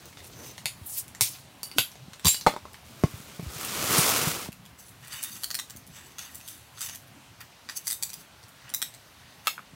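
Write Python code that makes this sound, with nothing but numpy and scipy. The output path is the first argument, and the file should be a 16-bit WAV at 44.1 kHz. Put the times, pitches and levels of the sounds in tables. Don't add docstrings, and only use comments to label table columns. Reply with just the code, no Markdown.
import sys
import numpy as np
from scipy import signal
from scipy.io import wavfile
from scipy.ndimage import uniform_filter1d

SR = 44100
rng = np.random.default_rng(int(sys.argv[2]) if len(sys.argv) > 2 else 0)


def wav_record(signal):
    frames = np.transpose(np.atleast_2d(signal))
    bounded = np.clip(frames, -1, 1)
    quanta = np.round(bounded * 32767).astype(np.int16)
    wavfile.write(sys.argv[1], SR, quanta)


def voltage_ratio(decibels):
    exponent = np.asarray(decibels, float) / 20
    return 10 ** exponent


N = 429971


def rms_one(x):
    return x / np.sqrt(np.mean(x ** 2) + 1e-20)


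def in_time(rows, silent=-120):
    s, *columns = np.transpose(rows)
    return [np.interp(np.arange(N) / SR, s, c, silent, silent) for c in columns]


def band(x, low_hz, high_hz):
    sos = signal.butter(2, [low_hz, min(high_hz, .45 * SR)], "band", fs=SR, output="sos")
    return signal.sosfilt(sos, x)


def drift(rate):
    r = np.exp(-80 * np.pi * rate / SR)
    slow = signal.lfilter([1], [1, -2 * r, r * r], rng.standard_normal(N // 40 + 2002))[2000:]
    return np.interp(np.arange(N) / 40, np.arange(len(slow)), rms_one(slow))


def ring(clicks, hz, t60):
    r, w = voltage_ratio(-60 / (t60 * SR)), 2 * np.pi * hz / SR
    return signal.lfilter([0, np.sin(w)], [1, -2 * r * np.cos(w), r * r], clicks + 1e-18)


def damped(hz, t60):
    t = np.arange(round(t60 * SR)) / SR
    return np.sin(2 * np.pi * hz * t) * voltage_ratio(-60 * t / t60)


def add(out, i, sound):
    out[i:i + len(sound)] += sound[:N - i]


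def blows(hits, colour_db, own_db, modes=(), ring_db=-10, own_cycles=28, split=0.05, luck_db=1.5, spike=1.3):
    # (low edge [Hz], high edge [Hz], T60 [s])
    crack_bands = [(277, 3800, 0.017), (2580, 8770, 0.0069), (6500, 16300, 0.0083)]
    rows, out = np.array(hits), np.zeros(N)
    at = np.round(rows[:, 0] * SR).astype(int)
    first = at[0]
    size = min(at[-1] + SR // 3, N) - first
    luck = rng.normal(0, luck_db, (len(at), len(modes)))
    for k, (low_hz, high_hz, t60) in enumerate(crack_bands):
        level_db = rows[:, 1] + colour_db[k] + (k - 1) * rows[:, 3]
        clicks = np.zeros(size)
        clicks[at - first] = voltage_ratio(level_db)
        rough = rng.standard_normal(size)
        rough[at - first] = spike
        dying = signal.lfilter([1], [1, -voltage_ratio(-60 / (t60 * SR))], clicks + 1e-18)
        equal_power = np.sqrt(SR / 2 / (high_hz - low_hz))
        out[first:first + size] += band(dying * rough, low_hz, high_hz) * equal_power
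        for m, (hz, mode_db, ring_s) in enumerate(modes):
            if low_hz <= hz < high_hz:
                clicks[at - first] = voltage_ratio(level_db + mode_db + ring_db + luck[:, m])
                out[first:first + size] += ring(clicks, hz, ring_s)
    for i, (s, peak_db, hz, *_), detune in zip(at, hits, rng.uniform(-split, split, len(at))):
        t60 = own_cycles / hz
        pair = damped(hz, t60) + 0.5 * damped(hz * (1 + detune), t60)
        add(out, i, voltage_ratio(peak_db + own_db) * pair)
    return out


def strokes(rows, colour_db):
    fade_db = 25
    lean = np.linspace(-1, 1, len(colour_db))
    t = np.arange(0, N, 16) / SR
    out = 0
    for s, db, rise, fall, bright_db in rows:
        shape_db = -fade_db * np.maximum((s - t) / max(rise, .002), (t - s) / max(fall, .002))
        band_gain = voltage_ratio(db + np.array(colour_db) + bright_db * lean)
        out = out + np.outer(band_gain, voltage_ratio(np.maximum(shape_db, -200)))
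    return np.repeat(out, 16, axis=1)[:, :N]


def rubbing(gains, edges_hz, per_s, spread_db, modes=(), ring_share=0, patchy_db=4.5, grip_db=4.5, damping=0.14):
    happens = rng.random(N) < per_s / SR
    height = voltage_ratio(spread_db * np.minimum(rng.exponential(1, N), 5))
    slips = rms_one(happens * height * rng.standard_normal(N))
    if modes:
        rings = 0
        for hz, db, t60 in modes:
            grip = voltage_ratio(db / 2 + grip_db * drift(6.9))
            rings = rings + grip * rms_one(ring(slips, hz, damping * t60))
        slips = slips + ring_share * rms_one(rings)
    gains = uniform_filter1d(gains, size=300)
    out = 0
    for k, (low, high) in enumerate(zip(edges_hz, edges_hz[1:])):
        sign = (-1) ** k
        out = out + sign * gains[k] * voltage_ratio(patchy_db * drift(21.0)) * rms_one(band(slips, low, high))
    return out


def burner():
    # (frequency [Hz], level [dB per Hz])
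    flame = [(15, -65), (25, -80), (52, -14), (111, -3.5), (463, -20), (591, -16), (887, -16),
             (2220, -20.5), (2910, -19.5), (6740, -27), (11300, -31), (16000, -33.5)]
    # (start [s], rumble level [dB], roar level [dB])
    settings = [
        (0, -52.5, -56),
        (.54, -55, -54.5),
        (4.5, -56.5, -55.5),
        (7.5, -58, -55),
    ]
    start_s, *levels = np.transpose(settings)
    rumble_db, roar_db = np.array(levels)[:, np.searchsorted(start_s[1:] * SR, np.arange(N))]
    white = rng.standard_normal((2, N))
    edges = 25 * 2 ** np.arange(0, 10, .5)
    points, rumble, roar = np.array(flame), 0, 0
    for k, (low, high) in enumerate(zip(edges, edges[1:])):
        level_db = np.interp(np.log(low * high) / 2, np.log(points[:, 0]), points[:, 1])
        noise = band(white[k % 2], low, high)
        if high < 420:
            rumble = rumble + voltage_ratio(level_db + 3.5 * drift(7.9)) * noise
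        else:
            roar = roar + voltage_ratio(level_db + 1.3 * drift(3.6)) * noise
    return voltage_ratio(rumble_db) * rms_one(rumble) + voltage_ratio(roar_db) * rms_one(roar)


def tray_slide():
    # (peak time [s], level [dB], rise [s], fall [s], brightness [dB])
    slides = [
        (0.02, -55.5, 0.056, 0.22, -2),
        (0.2, -63.5, .1, .2, 2.5),
        (0.35, -64.5, 0.12, .2, -6),
        (0.466, -52.5, 0.38, 0.29, 1),
    ]
    gains = strokes(slides, (-1.0, -7, -0.5, -1.5))
    return rubbing(gains, [200, 600, 2500, 7000, 16500], per_s=11000, spread_db=0.0, patchy_db=3.5)


def tray_taps():
    # (time [s], peak level [dB], own pitch [Hz], hardness [dB])
    taps = [
        (0.0562, -28.5, 6340, 9),
        (0.1281, -39, 2150, -9),
        (0.172, -35.5, 3500, -14),
        (0.204, -37, 3820, -11),
        (0.2442, -26.5, 9900, 1),
    ]
    return blows(taps, (-19, -19, -19), own_db=-11.0)


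def squeak():
    # (time [s], frequency [Hz], level [dB])
    first_line = [(.25, 13100, -65), (.3, 13200, -65), (.34, 14000, -61), (.372, 14900, -59),
                  (.378, 14000, -60), (.41, 14100, -56), (.445, 14900, -53), (.455, 14900, -70)]
    second_line = [(.435, 14400, -66), (.455, 14150, -53), (.49, 14500, -52), (.497, 15000, -55),
                   (.52, 14500, -55), (.528, 14300, -68)]
    # (time [s], level [dB])
    undertone = [(.3, -70), (.36, -57), (.42, -53), (.48, -51), (.52, -54), (.53, -75)]
    waver = 1 + .004 * drift(120)
    out = voltage_ratio(in_time(undertone)[0]) * rms_one(ring(rng.standard_normal(N), 6150, 0.01))
    flicker_db = 3.0 * drift(40)
    for hz, line_db in map(in_time, (first_line, second_line)):
        phase = 2 * np.pi * np.cumsum((hz * waver)[:SR]) / SR
        out[:SR] += voltage_ratio(line_db + flicker_db)[:SR] * np.sin(phase)
    return out


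def opener_hits():
    # (time [s], peak level [dB], own pitch [Hz], hardness [dB])
    knocks = [(0.5799, -30, 2190, -10), (0.6571, -11, 3700, -0.5), (0.8594, -54, 12600, 2),
              (1.0805, -35.5, 2330, 13), (1.1493, -29.5, 1920, 3.5), (1.2097, -2, 13200, 7),
              (1.35, -38, 2500, 4), (1.386, -38, 2800, -1), (1.9167, -37.5, 12000, 10.5),
              (1.955, -40.5, 700, -10), (2.1337, -30, 2580, -5), (2.196, -31.5, 3520, -2),
              (2.4115, -24, 4610, 1), (2.7329, -35.5, 12500, 4), (2.7435, -42, 1950, -16),
              (3.1118, -38, 13800, 12), (3.6116, -27, 1260, 13)]
    return band(blows(knocks, (-13, -6, -14), own_db=-8.0, own_cycles=15.0, split=.12), 500, 19000)


def thuds():
    # (time [s], peak level [dB], frequency [Hz], T60 [s])
    pushes = [(0.651, -37, 125, 0.064), (0.813, -32, 87.5, 0.063), (1.212, -29, 113, 0.078),
              (1.762, -34.5, 287, 0.14), (1.784, -31.5, 122, 0.1), (2.081, -37, 196, 0.037),
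              (2.249, -19, 151, 0.056), (2.259, -11, 84, 0.047), (2.267, -21.5, 164, .04),
              (2.467, -22, 181, 0.077), (3.037, -6.5, 145, 0.039), (3.137, -27.5, 106, 0.047),
              (3.199, -35.5, 186, 0.027), (3.392, -31, 168, 0.087), (3.426, -30, 133, 0.059),
              (3.463, -22, 68, 0.092), (3.558, -34, 137, 0.085), (3.984, -15.5, 154, 0.05),
              (4.269, -21.5, 155, 0.078), (4.487, -22.5, 188, 0.023), (5.753, -28, 128, 0.0086),
              (9.733, -37, 160, .03)]
    out = np.zeros(N)
    for s, peak_db, hz, t60 in pushes:
        add(out, round(s * SR), -voltage_ratio(peak_db + 2.5) * damped(hz, t60))
    return band(band(out, 71, 700), 59, 1500)


def gas_hiss():
    # (peak time [s], level [dB], rise [s], fall [s], brightness [dB])
    puffs = [
        (0.862, -62, 0.0035, 0.06, 24),
        (0.984, -41.5, 0.15, 0.067, 10),
        (0.986, -46, .07, .05, 2.5),
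        (1.225, -32, 0.016, .13, 1),
        (1.36, -68, 0.065, 0.19, -2),
        (1.783, -41, 0.027, 0.016, 0),
        (2.27, -30.5, 0.028, 0.11, -5),
        (2.37, -53, 0.034, 0.16, 2),
    ]
    gains = strokes(puffs, (-3.5, -2.0, -1.0, -1.5))
    return rubbing(gains, [2000, 4700, 7200, 10500, 16500], per_s=53000, spread_db=0.5, patchy_db=3.0)


def opener_pings():
    # (time [s], peak level [dB], own pitch [Hz], hardness [dB])
    pings = [
        (1.6317, -18.5, 4620, 7.5),
        (1.7145, -26, 4600, 0.5),
        (2.3444, -14, 4620, 0.5),
    ]
    # (frequency [Hz], level [dB], T60 [s])
    steel = [(2940, -5, 0.091), (6800, -19, 0.086), (8170, -16, .07), (9600, 2, 0.027), (11580, -8, .025)]
    return blows(pings, (-14, -19, -14), own_db=-14.5, modes=steel, ring_db=-10.0, own_cycles=170, split=0.025)


def cap_bite():
    # (time [s], peak level [dB], own pitch [Hz], hardness [dB])
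    bite = [
        (1.7842, -1.7, 3220, 4),
    ]
    # (frequency [Hz], level [dB], T60 [s])
    tin = [(1520, 7, 0.016), (4480, -2, 0.011), (6620, -27, .05)]
    return blows(bite, (-13.5, -14.5, -14), own_db=-1.5, modes=tin, ring_db=1, own_cycles=14, split=.2, spike=.6)


def cap_lift():
    # (time [s], peak level [dB], own pitch [Hz], hardness [dB])
    snaps = [
        (2.2474, -9, 1080, 1.2),
        (2.2552, -3.5, 1100, 5.8),
        (2.2687, -3.5, 1120, 8.6),
        (2.283, -3, 3330, 10),
    ]
    # (frequency [Hz], level [dB], T60 [s])
    glass = [(3955, -4, .2), (4655, -4, .26), (3912, -8, .12), (7090, -14, .1), (7560, -11, .12),
             (8590, -14, .12), (10110, -9, .08), (12300, -10, .05), (13400, -12, .07)]
    return blows(snaps, (-17, -11, -15), own_db=-22.0, modes=glass, ring_db=-10.5, own_cycles=31)


def cap_bounces():
    # (time [s], peak level [dB], own pitch [Hz], hardness [dB])
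    bounces = [
        (2.465, -5, 1270, -3.5),
        (2.469, -1.5, 850, -7),
        (2.517, -42, 900, -4),
        (2.526, -34, 869, 1),
        (2.538, -33, 630, -17),
        (2.564, -21.5, 950, -3),
        (2.654, -30, 1060, -5),
        (2.683, -41, 1310, 1),
    ]
    # (frequency [Hz], level [dB], T60 [s])
    wood = [(378, -2.5, .05), (605, 8, 0.049), (860, 6, 0.045), (1080, 4, 0.047), (1234, 0, 0.033),
            (1380, -8, .03), (2400, -11, .03)]
    return blows(bounces, (-21, -22, -21), own_db=-5.5, modes=wood, ring_db=-5.5, own_cycles=16.0)


def bag_drag():
    # (time [s], level [dB])
    force = [
        (2.85, -53.5),
        (3.17, -46.5),
        (3.43, -48.5),
        (3.54, -40.5),
        (3.75, -33.5),
        (3.98, -24),
        (4.25, -29),
        (4.43, -37.5),
        (4.49, -47.5),
    ]
    # (frequency [Hz], level [dB], T60 [s])
    cloth = [(1290, 11, 0.028), (3530, -11, 0.0022)]
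    colour_db, follows = (-11, -11, -6.5, -5.5, -3.0), (0.95, 1.32, 1.13, 1.114, 1.23)
    force_db, = in_time(force)
    top_db = np.max(force_db)
    gains = np.array([voltage_ratio(top_db + db + share * (force_db - top_db)) for db, share in zip(colour_db, follows)])
    return rubbing(gains, [70, 400, 1250, 2500, 7000, 16500], per_s=16000, spread_db=2.4,
                   modes=cloth, ring_share=.3, patchy_db=1.1, grip_db=1.5)


def bottle_down():
    # (time [s], peak level [dB], own pitch [Hz], hardness [dB])
    landings = [
        (3.037, -4.5, 350, -2.5),
        (3.396, -24, 382, -2),
        (4.487, -27, 298, -2),
    ]
    # (frequency [Hz], level [dB], T60 [s])
    soil = [(630, 5, 0.019), (874, -14, 0.053), (1080, -4, 0.055)]
    return blows(landings, (-28, -25, -28), own_db=-6, modes=soil, ring_db=10.0, own_cycles=4.1)


def tarp_cracks():
    # (time [s], peak level [dB], own pitch [Hz], hardness [dB])
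    folds = [
        (3.5857, -32, 13100, 12),
        (3.649, -20, 3000, 9),
        (3.739, -24, 1200, 0),
        (3.906, -33, 7000, 1),
        (3.983, -14, 11500, 14),
        (4.006, -17, 10000, 8),
        (4.064, -17, 7000, 8),
        (4.098, -15, 10500, 5),
        (4.4518, -30, 3420, 4),
        (4.46, -30, 900, -6),
    ]
    return blows(folds, (-16, -12, -13), own_db=-6, own_cycles=13)


def shell_rings(mode_db, cycles):
    # (time [s], peak level [dB], low mode [Hz], middle mode [Hz], high mode [Hz])
    firm_clicks = [(5.435, -19.5, 1890, 4380, 6270), (5.5044, -20.5, 1870, 4350, 6300),
                   (5.5443, -15.5, 1910, 4380, 5360), (5.5892, -16, 2020, 3690, 5600),
                   (6.1838, -22.5, 1390, 3450, 6300), (6.8079, -22.5, 1400, 4900, 6940),
                   (7.6889, -24, 1896, 4900, 7360), (7.87, -16.5, 2130, 4830, 6200),
                   (7.9019, -19.5, 2020, 4870, 6200), (7.9204, -21, 2000, 3720, 6300),
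                   (8.0257, -15.5, 2400, 4580, 5850), (8.0934, -29, 2370, 4360, 6230),
                   (8.1324, -26, 2130, 4900, 6460), (8.739, -16, 2130, 3900, 6700),
                   (8.8184, -17.5, 1920, 3750, 6270)]
    out = np.zeros(N)
    for s, peak_db, *modes in firm_clicks:
        for hz, db, turns in zip(modes, mode_db, cycles):
            add(out, round(s * SR), voltage_ratio(peak_db + db) * damped(hz, turns / hz))
    return out


def shell_hits():
    # (time [s], peak level [dB], own pitch [Hz], hardness [dB])
    tong_clicks = [(4.5206, -26, 2720, 5.5), (4.6536, -31, 3430, 8), (4.789, -38, 13500, 9),
                   (4.8834, -32.5, 12500, 11), (5.0409, -33, 2190, 7), (5.0732, -32, 12100, 15),
                   (5.1223, -23, 2940, -5), (5.2297, -14.5, 8800, 9.5), (5.3587, -23.5, 12500, -1),
                   (5.435, -12, 4400, 10.5), (5.5045, -13, 4700, 6), (5.5445, -9, 4700, 8),
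                   (5.5902, -12, 3900, 3.5), (5.6986, -21, 6000, 6), (5.7628, -29, 13100, 13),
                   (5.8672, -36, 8150, 18), (6.1843, -15.5, 6540, 2), (6.2178, -30, 6300, 6),
                   (6.347, -33, 6440, 21), (6.4041, -29.5, 2660, 3), (6.4779, -22, 8600, 12),
                   (6.7745, -27, 1330, -5), (6.8079, -13.5, 8700, 6), (6.8885, -18.5, 6870, 1),
                   (6.9498, -23, 6300, 9), (7.074, -38, 12500, 11),
                   (7.406, -29.5, 2500, 14), (7.6892, -19.5, 1860, -6), (7.871, -14, 6500, 14.5),
                    (7.903, -14.5, 8250, 14.5), (7.9212, -14.5, 6240, 13), (8.026, -11, 8000, 11),
                    (8.0947, -25, 6180, 11), (8.1325, -20, 6000, 10), (8.43, -32, 4540, 1),
                    (8.4835, -40, 1370, 12), (8.6933, -23, 10400, 2), (8.739, -13, 8300, 17),
                    (8.818, -6, 8170, 1.5), (8.94, -28.5, 7700, 4)]
    # (frequency [Hz], level [dB], T60 [s])
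    shell = [(1330, -6, .03), (1920, 4, 0.098), (2900, -11, .04), (3700, -9, 0.046), (4400, -8, 0.077),
             (4900, -14, .04), (6300, -9, .05), (8140, -0.5, 0.037), (10340, -7, .04), (12500, -5, .036),
             (14700, -8, .05)]
    out = blows(tong_clicks, (-22, -16, -21), own_db=-16.5, modes=shell, ring_db=-21.0, luck_db=0.5)
    out += shell_rings(mode_db=(-18, -11, -15), cycles=(28.0, 75.0, 45.0))
    later = out[round(7.3 * SR):]
    later -= .6 * band(later, 2450, 3400)
    return band(out, 820, 23000)


def shell_scrape():
    # (peak time [s], level [dB], rise [s], fall [s], brightness [dB])
    scrapes = [(4.79, -65.5, 0.015, 0.23, 16.5), (5.03, -57, .03, 0.44, -3.5),
               (5.14, -45.5, 0.075, 0.24, 0.5), (5.23, -50, 0.023, 0.48, 8.5), (5.43, -65, 0.022, .05, -9),
               (5.96, -50.5, 0.088, 0.31, 0), (6.2, -49, 0.024, 0.33, 2), (6.36, -65, .04, 0.098, 12),
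               (6.49, -56, 0.064, 0.25, 8), (6.83, -41.5, 0.061, 0.16, 6), (6.95, -53, 0.12, 0.027, 0),
               (7.41, -52.5, 0.016, 0.053, -7.5), (7.7, -47.5, 0.018, 0.09, -2),
               (7.77, -43, 0.017, 0.048, 11.5), (7.88, -44, 0.045, 0.088, 11.5),
               (8.04, -54, 0.044, 0.035, 13), (8.095, -59, .02, 0.065, 5), (8.2, -61, 0.11, 0.12, 8),
               (8.696, -62, 0.17, 0.11, -7), (9.25, -64, 1, 1, -3.5), (9.468, -45, 0.035, 0.014, -1)]
    # (frequency [Hz], level [dB], T60 [s])
    rubbed_shell = [(1950, -2, 0.078), (2980, 0, 0.053), (3700, 0, .06), (4750, -1, .05), (6380, 2, .035),
                    (8000, -3, .02), (10400, -7, .015), (12500, -7, .015)]
    return rubbing(strokes(scrapes, (-2, -4, 0)), [900, 2500, 7000, 16500], per_s=9000, spread_db=1.7,
                   modes=rubbed_shell, ring_share=.7, patchy_db=1.8, grip_db=4.0, damping=.26)


def pan_knock():
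    # (time [s], peak level [dB], own pitch [Hz], hardness [dB])
    knock = [
        (9.471, 0, 1290, 1.2),
    ]
    # (frequency [Hz], level [dB], T60 [s])
    plate = [(1500, -10, .03), (1930, -9, .04), (2150, -4, 0.024), (2670, -5.5, .03)]
    out = blows(knock, (-16, -18, -17), own_db=-14, modes=plate, ring_db=-4.5, own_cycles=22, spike=0.44)
    return band(out, 800, 19000)


def pan_nudge():
    # (time [s], peak level [dB], own pitch [Hz], hardness [dB])
    nudges = [
        (9.5795, -24, 1460, -9),
        (9.592, -30, 1240, -12),
    ]
    return band(blows(nudges, (-24, -30, -30), own_db=-5, own_cycles=23, spike=.3), 850, 2600)


def tent(x, echo_db, tail_db):
    # (frequency [Hz], T60 [s])
    decay = [(300, 0.11), (1200, 0.062), (3800, 0.18), (10500, 0.23)]
    t = np.arange(round(.4 * SR)) / SR
    tail = 0
    for hz, t60 in decay:
        tail = tail + band(rng.standard_normal(len(t)), hz / 2.1, hz * 1.79) * voltage_ratio(-60 * t / t60)
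    response = voltage_ratio(tail_db) * tail * np.clip(t / 0.004, 0, 1) / np.sqrt(np.sum(tail ** 2))
    response[0] = 1
    response[round(.0077 * SR)] += voltage_ratio(echo_db)
    response[round(.0084 * SR)] += voltage_ratio(echo_db - 13)
    return signal.fftconvolve(x, response)[:N]


def scene():
    near = tray_taps() + opener_hits() + opener_pings() + cap_bite() + cap_lift() + cap_bounces()
    near += bottle_down() + tarp_cracks() + pan_nudge()
    struck = tent(near, echo_db=-15, tail_db=-1.0) + thuds()
    struck += tent(shell_hits(), echo_db=1.5, tail_db=1.0)
    struck += tent(pan_knock(), echo_db=-3.5, tail_db=-2.0)
    rubbed = tray_slide() + squeak() + bag_drag() + shell_scrape()
    heard = struck + rubbed + gas_hiss() + burner()
    return np.array([heard, heard])


def roll_off(x):
    return signal.sosfilt(signal.butter(12, 16970, fs=SR, output="sos"), x)


def record(dry):
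    rounded = np.tanh(band(dry, 32, 20000))
    low_pass = signal.cheby2(16, 32, 15800 * 1.015, fs=SR, output="sos")
    mix = signal.sosfilt(low_pass, rounded)
    return roll_off(mix)


dry = scene()
out = record(dry)
wav_record(out)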